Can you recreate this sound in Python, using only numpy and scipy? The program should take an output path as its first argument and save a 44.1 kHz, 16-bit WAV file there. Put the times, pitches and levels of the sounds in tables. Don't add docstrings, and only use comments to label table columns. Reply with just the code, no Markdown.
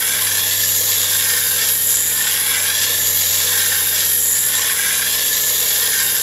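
import sys
import numpy as np
from scipy import signal
from scipy.fft import rfft, irfft
from scipy.io import wavfile

SR = 44100
rng = np.random.default_rng(int(sys.argv[2]) if len(sys.argv) > 2 else 0)


def output_pcm(signal):
    pcm = np.clip(np.atleast_2d(signal).T, -1, 1) * 32767
    wavfile.write(sys.argv[1], SR, np.round(pcm).astype(np.int16))


N = 274302
TIME = np.arange(N) / SR
SIDES = np.array([[1], [-1]])
START_SPIN_HZ, SLOWING_HZ_PER_S = 99.8, 1.42


def from_db(db):
    return 10 ** (np.asarray(db) / 20)


def rms_one(x):
    return x / np.sqrt(np.mean(x ** 2) + 1e-20)


def band(x, edges_hz, kind, order=2):
    edges_hz = np.clip(edges_hz, 10, 0.45 * SR)
    return signal.sosfilt(signal.butter(order, edges_hz, kind, fs=SR, output="sos"), x)


def drift(rate_hz):
    step = 40
    warm_up = 2000
    pole = np.exp(-2 * np.pi * rate_hz * step / SR)
    noise = rng.standard_normal(N // step + 2 + warm_up)
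    slow = signal.lfilter([1], [1, -2 * pole, pole ** 2], noise)[warm_up:]
    return np.interp(np.arange(N) / step, np.arange(len(slow)), rms_one(slow))


def resonate(x, hz, width_hz):
    b, a = signal.iirpeak(hz, hz / width_hz, fs=SR)
    once = signal.lfilter(b, a, x)
    return rms_one(signal.lfilter(b, a, once))


def spin_hz():
    return START_SPIN_HZ - SLOWING_HZ_PER_S * TIME


def axle_heading():
    first_circle_s = 2.455
    facing_at_s = 1.89
    circles = np.cumsum(START_SPIN_HZ / spin_hz()) / (first_circle_s * SR)
    return 2 * np.pi * (circles - np.interp(facing_at_s, TIME, circles))


def beam(heading):
    skew_deg = 10
    # off_axis_deg, table_top_db, low_wheel_db, high_wheel_db, bearing_ring_db,
    # whine_and_treble_db, whine_centre_hz
    pattern = [(0, 3.5, .5, 0, 1.7, -1.5, 10000), (25, -1.5, -1.2, -.9, -2.5, 0.4, 11230),
               (48, 1.6, 0.4, 3, 1.9, -1.5, 11300), (68.1, -2.5, -1.6, -1.6, -2.5, 0.9, 11220),
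               (88, 0, 1.5, 0.4, 0, -.1, 11000), (108.1, 0.7, -0.5, 0.3, -.5, 0.3, 10930),
               (135.8, 1.5, -0.8, 2, -0.3, 0.1, 11330), (160, 2, 0, -0.35, 0.3, 0.8, 11540),
               (180.8, 1.5, -1, -2.8, 1.1, 1.7, 11460)]
    # table_top_db, low_wheel_db, high_wheel_db,
    # bearing_ring_db, whine_and_treble_db
    left_db = (0.22, -1.64, -1.3, -0.6, -0.6)
    off_axis_deg = np.degrees(np.arccos(np.cos(heading - np.radians(skew_deg))))
    degrees, *columns = np.transpose(pattern)
    *levels_db, whine_hz = [np.interp(off_axis_deg, degrees, column) for column in columns]
    return levels_db + np.outer(left_db, np.sin(heading)), whine_hz


def radiation_lobes(heading):
    toward = np.exp(6 * (np.cos(heading) - 1))
    away = np.exp(3 * (-np.cos(heading) - 1))
    return np.array([toward, away, np.sin(heading)])


def ball_contacts():
    contacts_per_s, spread_db = 18000, 2.5
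    born = rng.random(N) < contacts_per_s / SR
    size_db = spread_db * np.minimum(rng.exponential(1, N), 5)
    return born * from_db(size_db)


def whine(contacts, centre_hz):
    level_db, width_hz = -25, 830
    strikes = contacts * rng.standard_normal((2, N))
    for _ in range(2):
        strikes = band(strikes, width_hz / 2, "low", order=1)
    phase = 2 * np.pi * np.cumsum(centre_hz) / SR
    ringing = strikes[0] * np.cos(phase) + strikes[1] * np.sin(phase)
    return from_db(level_db) * rms_one(ringing)


def beamed_mode(contacts, lobes, mode, rattle_db=1.5, rattle_hz=12.4):
    hz, width_hz, level_db, *lobes_db = mode
    ringing = resonate(contacts * rng.standard_normal(N), hz, width_hz)
    return ringing * from_db(level_db + np.array(lobes_db) @ lobes + rattle_db * drift(rattle_hz))


def wheel_and_bearing(contacts, lobes, drive, whine_hz):
    # centre_hz, width_hz, level_db, extra_toward_db, extra_away_db, extra_left_db
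    modes = [(1400, 255, -43.5, -5.5, -3.5, 2), (1604, 172, -32.5, -11, -13.5, 1.5),
             (1734, 120, -38.5, -5, 2, 1.5), (1813, 194, -33, -5, -9.5, 2.5), (2012, 210, -50, 2, 3.5, 12),
             (2204, 220, -37.5, -14, -8.5, 1.5), (2310, 440, -37.5, -6.5, -9.5, 3.5),
             (2797, 180, -37.5, -9, -7, 1.5), (3197, 440, -34.5, -3.5, -4, 1.5),
             (3403, 176, -36, -4, 4, 3.5), (3655, 190, -37, -4, -2.5, -0.5), (3880, 500, -35, -3.5, 0, 1),
             (4250, 1100, -44.5, -3.1, 9, -1.5), (4520, 6200, -30.5, -1, 4.5, 1.5),
             (4850, 710, -34, -3.5, -7, 0), (5196, 190, -37, -11, -11.5, 1.5), (5740, 150, -40.5, 1, 1, 1),
             (6370, 1900, -29, -5.5, -1.5, 0), (6985, 510, -33.5, 10, 8, -0.5), (7170, 340, -37.5, 9, 1, 3),
             (7350, 96, -38.5, -10, -1, -5), (7563.0, 410, -29.5, 5.5, -2, 0.8),
             (8000, 76, -63, -0.4, -9, 12), (9270, 860, -36, -5, -6.5, 2),
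             (10190, 250, -30.5, -8.5, -12, 1), (11240, 1670, -25, 5.5, -1, 1),
             (11740, 1100, -30, 4.5, -7, -3), (13060, 2200, -29.5, 5.5, 4, -0.5),
             (14600, 1756.0, -34, -8, -2, -1.1)]
    part_edges = (2500, 6000, 8500)
    sound = drive[-1] * whine(contacts, whine_hz)
    for mode in modes:
        part = np.digitize(mode[0], part_edges)
        sound += drive[part] * beamed_mode(contacts, lobes[part], mode)
    return sound


def with_echoes(x, heading):
    dull_hz, scatter_db, count = 4500, -16, 8
    swing_s, nearest_s, farthest_s = 0.000415, 0.001775, 0.009
    paths = list([(0.001303, 0.000272, 0.00011, 0.17), (0.000907, 0.0002, 0.00012, -0.069),
                  (0.00115, 0.00018, 0.0002, 0.14), (0.00156, 0.00046, 0.00007, -0.07)])
    for place, toward, left, sign in rng.uniform(-1, 1, (count, 4)):
        delay_s = nearest_s + abs(place) * (farthest_s - nearest_s)
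        paths.append((delay_s, toward * swing_s, left * swing_s, np.sign(sign) * from_db(scatter_db)))
    dulled = band(x, dull_hz, "low", order=1)
    fine = signal.resample_poly(dulled, 4, 1)
    fine_time = np.linspace(0, N / SR, len(fine), endpoint=False)
    out, cos, sin = x.copy(), np.cos(heading), np.sin(heading)
    for delay_s, toward_s, left_s, gain in paths:
        arrival = TIME - delay_s - toward_s * cos - left_s * sin
        out += gain * np.interp(arrival, fine_time, fine)
    return out


def table_top(contacts, lobes):
    # centre_hz, width_hz, level_db, extra_toward_db, extra_away_db, extra_left_db
    modes = [(485.5, 118, -43.5, -5.5, -0.5, -1.9), (625, 110, -48.5, -1.5, 0.5, 0.59),
             (839, 166, -45.5, -12, -7, 0.72), (1060, 194, -40.0, -8.5, -5.0, 0.97)]
    return sum(beamed_mode(contacts, lobes, mode) for mode in modes)


def hum(waver_db=1.0, slip_radians=0.36):
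    # time_s, level_db
    unbalance = [(0.04, -48), (0.26, -40), (0.77, -39), (2.43, -46.5), (2.51, -44), (3.25, -39), (4.9, -48),
                 (5.06, -46.5), (6.14, -47.5), (6.17, -49)]
    # multiple_of_spin, level_db
    bearing_orders = [(0.675, -62), (1.674, -49.5), (1.836, -59), (2.251, -61.5), (2.603, -52),
                      (3.081, -59.5), (3.25, -59), (4.34, -63), (4.495, -51.5), (4.594, -60.5),
                      (4.952, -48), (6.746, -56.5), (8.997, -53)]
    angle = 2 * np.pi * np.cumsum(spin_hz()) / SR
    tones = from_db(np.interp(TIME, *np.transpose(unbalance))) * np.sin(angle)
    for multiple, level_db in bearing_orders:
        phase = multiple * angle + rng.uniform(0, 2 * np.pi) + slip_radians * drift(1.5)
        tones += from_db(level_db + waver_db * drift(3.8)) * np.sin(phase)
    return np.sqrt(2) * tones


def rumble(level_db=-47.5):
    return from_db(level_db) * rms_one(band(rng.standard_normal(N), [42, 380], "band"))


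def room(x, level_db=-17, t60_s=0.038):
    # frequency_hz, level_db
    colour = [(60, -22), (300, 9.5), (600, -7), (1700, -6.5), (2600, -35), (6500, -42), (9500, -36),
              (11000, -1.5), (15000, -48)]
    age_s = TIME[:SR // 4]
    tail = rng.standard_normal(len(age_s)) * from_db(-60 * age_s / t60_s) * (age_s > 0.004)
    hz, colour_db = np.transpose(colour)
    bins_hz = np.fft.rfftfreq(len(age_s), 1 / SR)
    gain = from_db(np.interp(np.log(bins_hz + 1), np.log(hz), colour_db))
    tail = irfft(rfft(tail / np.linalg.norm(tail)) * gain, len(age_s))
    return from_db(level_db) * SIDES * signal.fftconvolve(x, tail)[:N]


def scene(table_pan_db=-0.07, bass_pan_db=1.3):
    rattle_db, rattle_hz = 1.74, 134
    load_wander_db, load_wander_hz = 0.5, 1.9
    lobe_turns = (3.5, 8, 18, -1)
    heading = axle_heading()
    (table_db, *drive_db), whine_hz = beam(heading)
    drive = from_db(drive_db)
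    drive[:2] *= from_db(rattle_db * drift(rattle_hz))
    drive[:-1] *= from_db(load_wander_db * drift(load_wander_hz))
    lobes = [radiation_lobes(heading - np.radians(turn_deg)) for turn_deg in lobe_turns]
    contacts = ball_contacts()
    whirr = with_echoes(wheel_and_bearing(contacts, lobes, drive, whine_hz), heading)
    table = from_db(table_db) * table_top(contacts, lobes[0])
    bass = hum() + rumble()
    direct = whirr + table * from_db(table_pan_db * SIDES) + bass * from_db(bass_pan_db * SIDES)
    return direct + room(whirr + table + bass)


def record(dry):
    cutoff_hz = 15700
    return signal.sosfilt(signal.ellip(12, 0.1, 80, cutoff_hz, fs=SR, output="sos"), dry)


dry = scene()
out = record(dry)
output_pcm(out)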